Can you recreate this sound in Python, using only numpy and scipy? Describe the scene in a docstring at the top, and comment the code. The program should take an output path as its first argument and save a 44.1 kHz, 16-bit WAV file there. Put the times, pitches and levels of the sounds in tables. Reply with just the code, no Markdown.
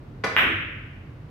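"""A quiet, wood-panelled pool room, with the low drone of its ventilation. The cue knocks the cue ball,
and the impulse sets the shaft ringing in its normal modes. An eighth of a second later the ball
cracks against another in an elastic collision; walls and ceiling return the pulse as early echoes,
then as reverberation. The balls rumble over the slate and bump the cushions."""
import sys
import numpy as np
from scipy import signal
from scipy.fft import rfft, irfft
from scipy.io import wavfile

SR = 44100
rng = np.random.default_rng(int(sys.argv[2]) if len(sys.argv) > 2 else 0)


def dump(signal):
    """Clip the signal to [-1, 1] and save it as 16-bit WAV at the path in sys.argv[1]."""
    limited = np.clip(np.atleast_2d(signal).T, -1, 1)
    pcm = np.round(limited * 32767).astype(np.int16)
    wavfile.write(sys.argv[1], SR, pcm)


N = 57330
T, FREQS = np.arange(N) / SR, np.fft.rfftfreq(2 * N, 1 / SR)


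def amp(db):
    """Amplitude ratio of a level in decibels."""
    return 10 ** (np.asarray(db) / 20)


def unit_rms(x):
    """Normalisation to rms 1."""
    return x / np.sqrt(np.mean(x ** 2) + 1e-20)


def curve(points, hz):
    """Interpolation on a log-frequency axis."""
    f, value = np.transpose(points)
    return np.interp(np.log(hz + 1), np.log(f), value)


def decay(t, t60):
    """Exponential damping: 60 dB in t60 seconds."""
    return np.exp(-np.log(1000) * np.maximum(t, 0) / t60)


def strike(start, rise, t60):
    """Impact envelope: linear rise, exponential decay (times in s)."""
    return np.clip((T - start) / rise, 0, 1) * decay(T - start, t60)


def noise(correlation, spectrum=None):
    """Partially coherent stereo noise of rms 1, from independent mid and side signals."""
    a, b = rfft(rng.standard_normal((2, 2 * N)))
    rho = np.clip(curve(correlation, FREQS), -1, 1)
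    mid, side = a * np.sqrt(1 + rho), b * np.sqrt(1 - rho)
    colour = 1 if spectrum is None else amp(curve(spectrum, FREQS))
    return unit_rms(irfft(np.array([mid + side, mid - side]) * colour)[:, :N])


# Spectral density of the drone: f/Hz, relative level/dB
DRONE_SPECTRUM = [(25, -27), (45, -1), (60, -8.5), (95, -0.5), (145, -0.5), (185, -12.5), (300, -16),
                  (430, -25.5), (800, -26.5), (1100, -25.5), (2200, -33.5), (4500, -45), (8000, -56.5),
                  (15500, -59.5)]
# Interaural correlation of the drone: f/Hz, coefficient
DRONE_CORRELATION = [(30, 0.94), (100, 1), (300, 0.91), (700, 0.18), (2000, 0.1), (15000, 0.16)]


def ventilation():
    """Stationary random noise: a low drone with a faint hiss."""
    return amp(-41.5) * noise(DRONE_CORRELATION, DRONE_SPECTRUM)


# Spectral densities of the tip's knock and the chalk's hiss: f/Hz, relative level/dB
KNOCK_SPECTRUM = [(60, -16), (220, -0.5), (700, 1), (1400, -1.5), (2500, -6.5), (3800, -18.5), (7000, -34),
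                  (15500, -60)]
CHALK_SPECTRUM = [(1500, -31), (3800, -5.5), (4800, 2), (6500, -10), (9000, -16), (15500, -26)]
# Interaural correlation of both: f/Hz, coefficient
TIP_CORRELATION = [(200, 0.96), (900, 0.85), (2000, 0.11), (6000, 0.18)]
# Normal modes of the shaft: f/Hz, relative level/dB, T60/s
SHAFT_MODES = [(436, -2, 0.093), (610, -2, 0.036), (799, -7, 0.12), (996, -4, 0.1), (1248, -3, 0.11),
               (1468, -5, 0.32), (1770, -2.5, 0.1), (2005, -2, 0.16), (2380, -11.5, 0.43),
               (2680, -14.5, 0.1), (3050, -26, 0.095), (3390, -12, 0.1), (3970, -18, 0.08),
               (4580, -6.5, 0.025)]


def cue(start=.2370, tick_start=.2447):
    """Impulse excitation: the tip knocks and scrapes; the shaft rings in damped modes and ticks once."""
    knock = amp(-20) * noise(TIP_CORRELATION, KNOCK_SPECTRUM) * strike(start, rise=.0018, t60=.15)
    chalk = amp(-28) * noise(TIP_CORRELATION, CHALK_SPECTRUM) * strike(start, rise=.016, t60=.089)
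    ring = np.zeros(N)
    for hz, db, t60 in SHAFT_MODES:
        phase = 2 * np.pi * (hz * (T - start) + rng.random())
        ring += amp(db) * strike(start, rise=.0061, t60=t60) * np.sin(phase)
    t = T - tick_start
    tick = amp(-22.5) * np.exp(-(t / .00029) ** 2) * np.sin(2 * np.pi * 5440 * t)  # Gaussian tone burst
    direct = knock + chalk + amp(-22) * ring + tick
    return direct + amp(-2) * reverberation(direct)


# Reverberation time: f/Hz, T60/s
ROOM_T60 = [(100, 0.38), (400, 0.59), (900, 0.56), (1500, 1), (2700, 1), (5000, 0.61), (8000, 0.58),
            (13000, 0.36)]
# Interaural correlation of the diffuse field: f/Hz, coefficient
ROOM_CORRELATION = [(100, 0.96), (300, 0.87), (700, 0.53), (1300, 0), (15000, 0.025)]


def reverberation(x, gap_s=.0058, build_s=.016):
    """A diffuse field builds up, then decays at its own rate in each band."""
    hz, t, bands = signal.stft(noise(ROOM_CORRELATION), SR, nperseg=256)
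    damping = decay(t, curve(ROOM_T60, hz)[:, None])
    tail = signal.istft(bands * damping, SR)[1][:, :N]
    tail *= np.clip((T - gap_s) / build_s, 0, 1)
    return signal.fftconvolve(x, unit_rms(tail) / np.sqrt(N), axes=1)[:, :N]


# Radiation response of the balls: f/Hz, relative level/dB
RADIATION = [(150, -28.5), (500, -17.5), (1000, -5), (2000, 5), (3000, 6), (3800, 1.5), (5500, -14.5),
             (8000, -12.5), (11000, -1), (12300, 14), (13300, 19), (15500, 0)]
# Directivity towards walls and ceiling: f/Hz, level/dB re the direct path
DIRECTIVITY = [(500, 2.5), (2000, -0.5), (3000, 0.5), (4000, 0.5), (5500, 6), (8000, 11), (11000, 8),
               (13300, 3.5), (15500, 4)]
# Reflection gain of the surfaces: f/Hz, level/dB
WALL_GAIN = [(500, -2.5), (1200, -0.5), (3500, -1), (5500, -16), (12000, -10), (13500, -3)]
# Early echoes: delay t/s, level/dB before directivity and reflection gain, right-ear lag t/s
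ECHOES = [(.00212, -11.5, 0.013), (.00278, -22, 0.0049), (.00342, -13, .00008), (.0083, -24, -0.0076),
          (.00926, -4.5, .00008), (0.0114, -13, -0.0094), (0.0118, -2, -0.005), (.01944, -10.5, -0.0055),
          (0.0208, -2, .00002), (0.0311, -12, 0.017), (0.0298, -4, .00002), (.0441, -14.5, -0.0069),
          (0.0656, -17, 0), (0.0702, -13, 0)]


def crack(start=.36576, contact_s=.000385):
    """Hertzian contact: the balls radiate one pulse, which table, walls and ceiling reflect."""
    u = np.linspace(-.5, .5, 48)  # time as a fraction of the contact
    force = np.cos(np.pi * u).clip(0) ** 1.5
    force_spectrum = np.cos(2 * np.pi * np.outer(FREQS, u * contact_s)) @ force
    pulse = -force_spectrum * amp(curve(RADIATION, FREQS))
    pulse /= abs(irfft(pulse)).max()  # waveform peak of 1

    def arrival(delay, lag, gain=1):
        """Propagation delay along one path to each ear."""
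        when = start + delay + np.array([[0], [lag]])
        return irfft(gain * pulse * np.exp(-2j * np.pi * FREQS * when))[:, :N]

    off_axis_db = curve(DIRECTIVITY, FREQS)
    reflected_db = off_axis_db + curve(WALL_GAIN, FREQS)
    echoes = sum(arrival(delay, lag, amp(db + reflected_db)) for delay, db, lag in ECHOES)
    diffuse = reverberation(arrival(0, 0, amp(6.5 + off_axis_db)))
    return arrival(0, lag=.00007) + echoes + diffuse


# Spectral density of the rumble: f/Hz, relative level/dB
ROLL_SPECTRUM = [(40, -13), (90, 2.5), (170, -4), (260, 1), (400, -2.5), (600, -9), (1200, -31.5),
                 (4000, -57)]
# Its envelope: t/s, level/dB
ROLL_ENVELOPE = [(.25, -49.5), (.37, -45), (.43, -31.5), (.5, -33.5), (.57, -40), (.66, -45), (.85, -51),
                 (1.3, -52)]


def rolling():
    """Rolling contact on cloth-covered slate: low noise that swells after the collision."""
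    level_db = np.interp(T, *np.transpose(ROLL_ENVELOPE))
    return amp(level_db) * noise(ROOM_CORRELATION, ROLL_SPECTRUM)


# Impacts on the table and its cushions: t/s, level/dB, f/Hz, T60/s
BUMPS = [(.482, -29.5, 325.2, 0.35), (.537, -30.5, 99.5, 0.33), (0.656, -33, 85.3, 0.24),
         (.766, -26, 121.6, 0.065)]


def bumps():
    """Damped free vibration: each bump of a ball excites one low mode."""
    return sum(amp(db) * strike(start, rise=.0062, t60=t60) * np.sin(2 * np.pi * hz * (T - start))
               for start, db, hz, t60 in BUMPS)


def scene():
    """Linear superposition of the drone and the shot."""
    return ventilation() + cue() + crack() + rolling() + bumps()


# Microphone imbalance: f/Hz, left minus right level/dB
IMBALANCE = [(50, -0.5), (500, -1.5), (1200, 0.5), (2500, 0), (9000, 1.5), (13000, 3)]


def record(dry, cutoff_hz=15750):
    """Linear filtering: slightly unequal microphone responses, then a low-pass."""
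    sensitivity = amp(np.array([[.5], [-.5]]) * curve(IMBALANCE, FREQS))
    heard = irfft(rfft(dry, 2 * N) * sensitivity)[:, :N]
    lowpass = signal.firwin(511, cutoff_hz, window=("kaiser", 9), fs=SR)
    return signal.oaconvolve(heard, lowpass[None], "same")


dry = scene()
out = record(dry)
dump(out)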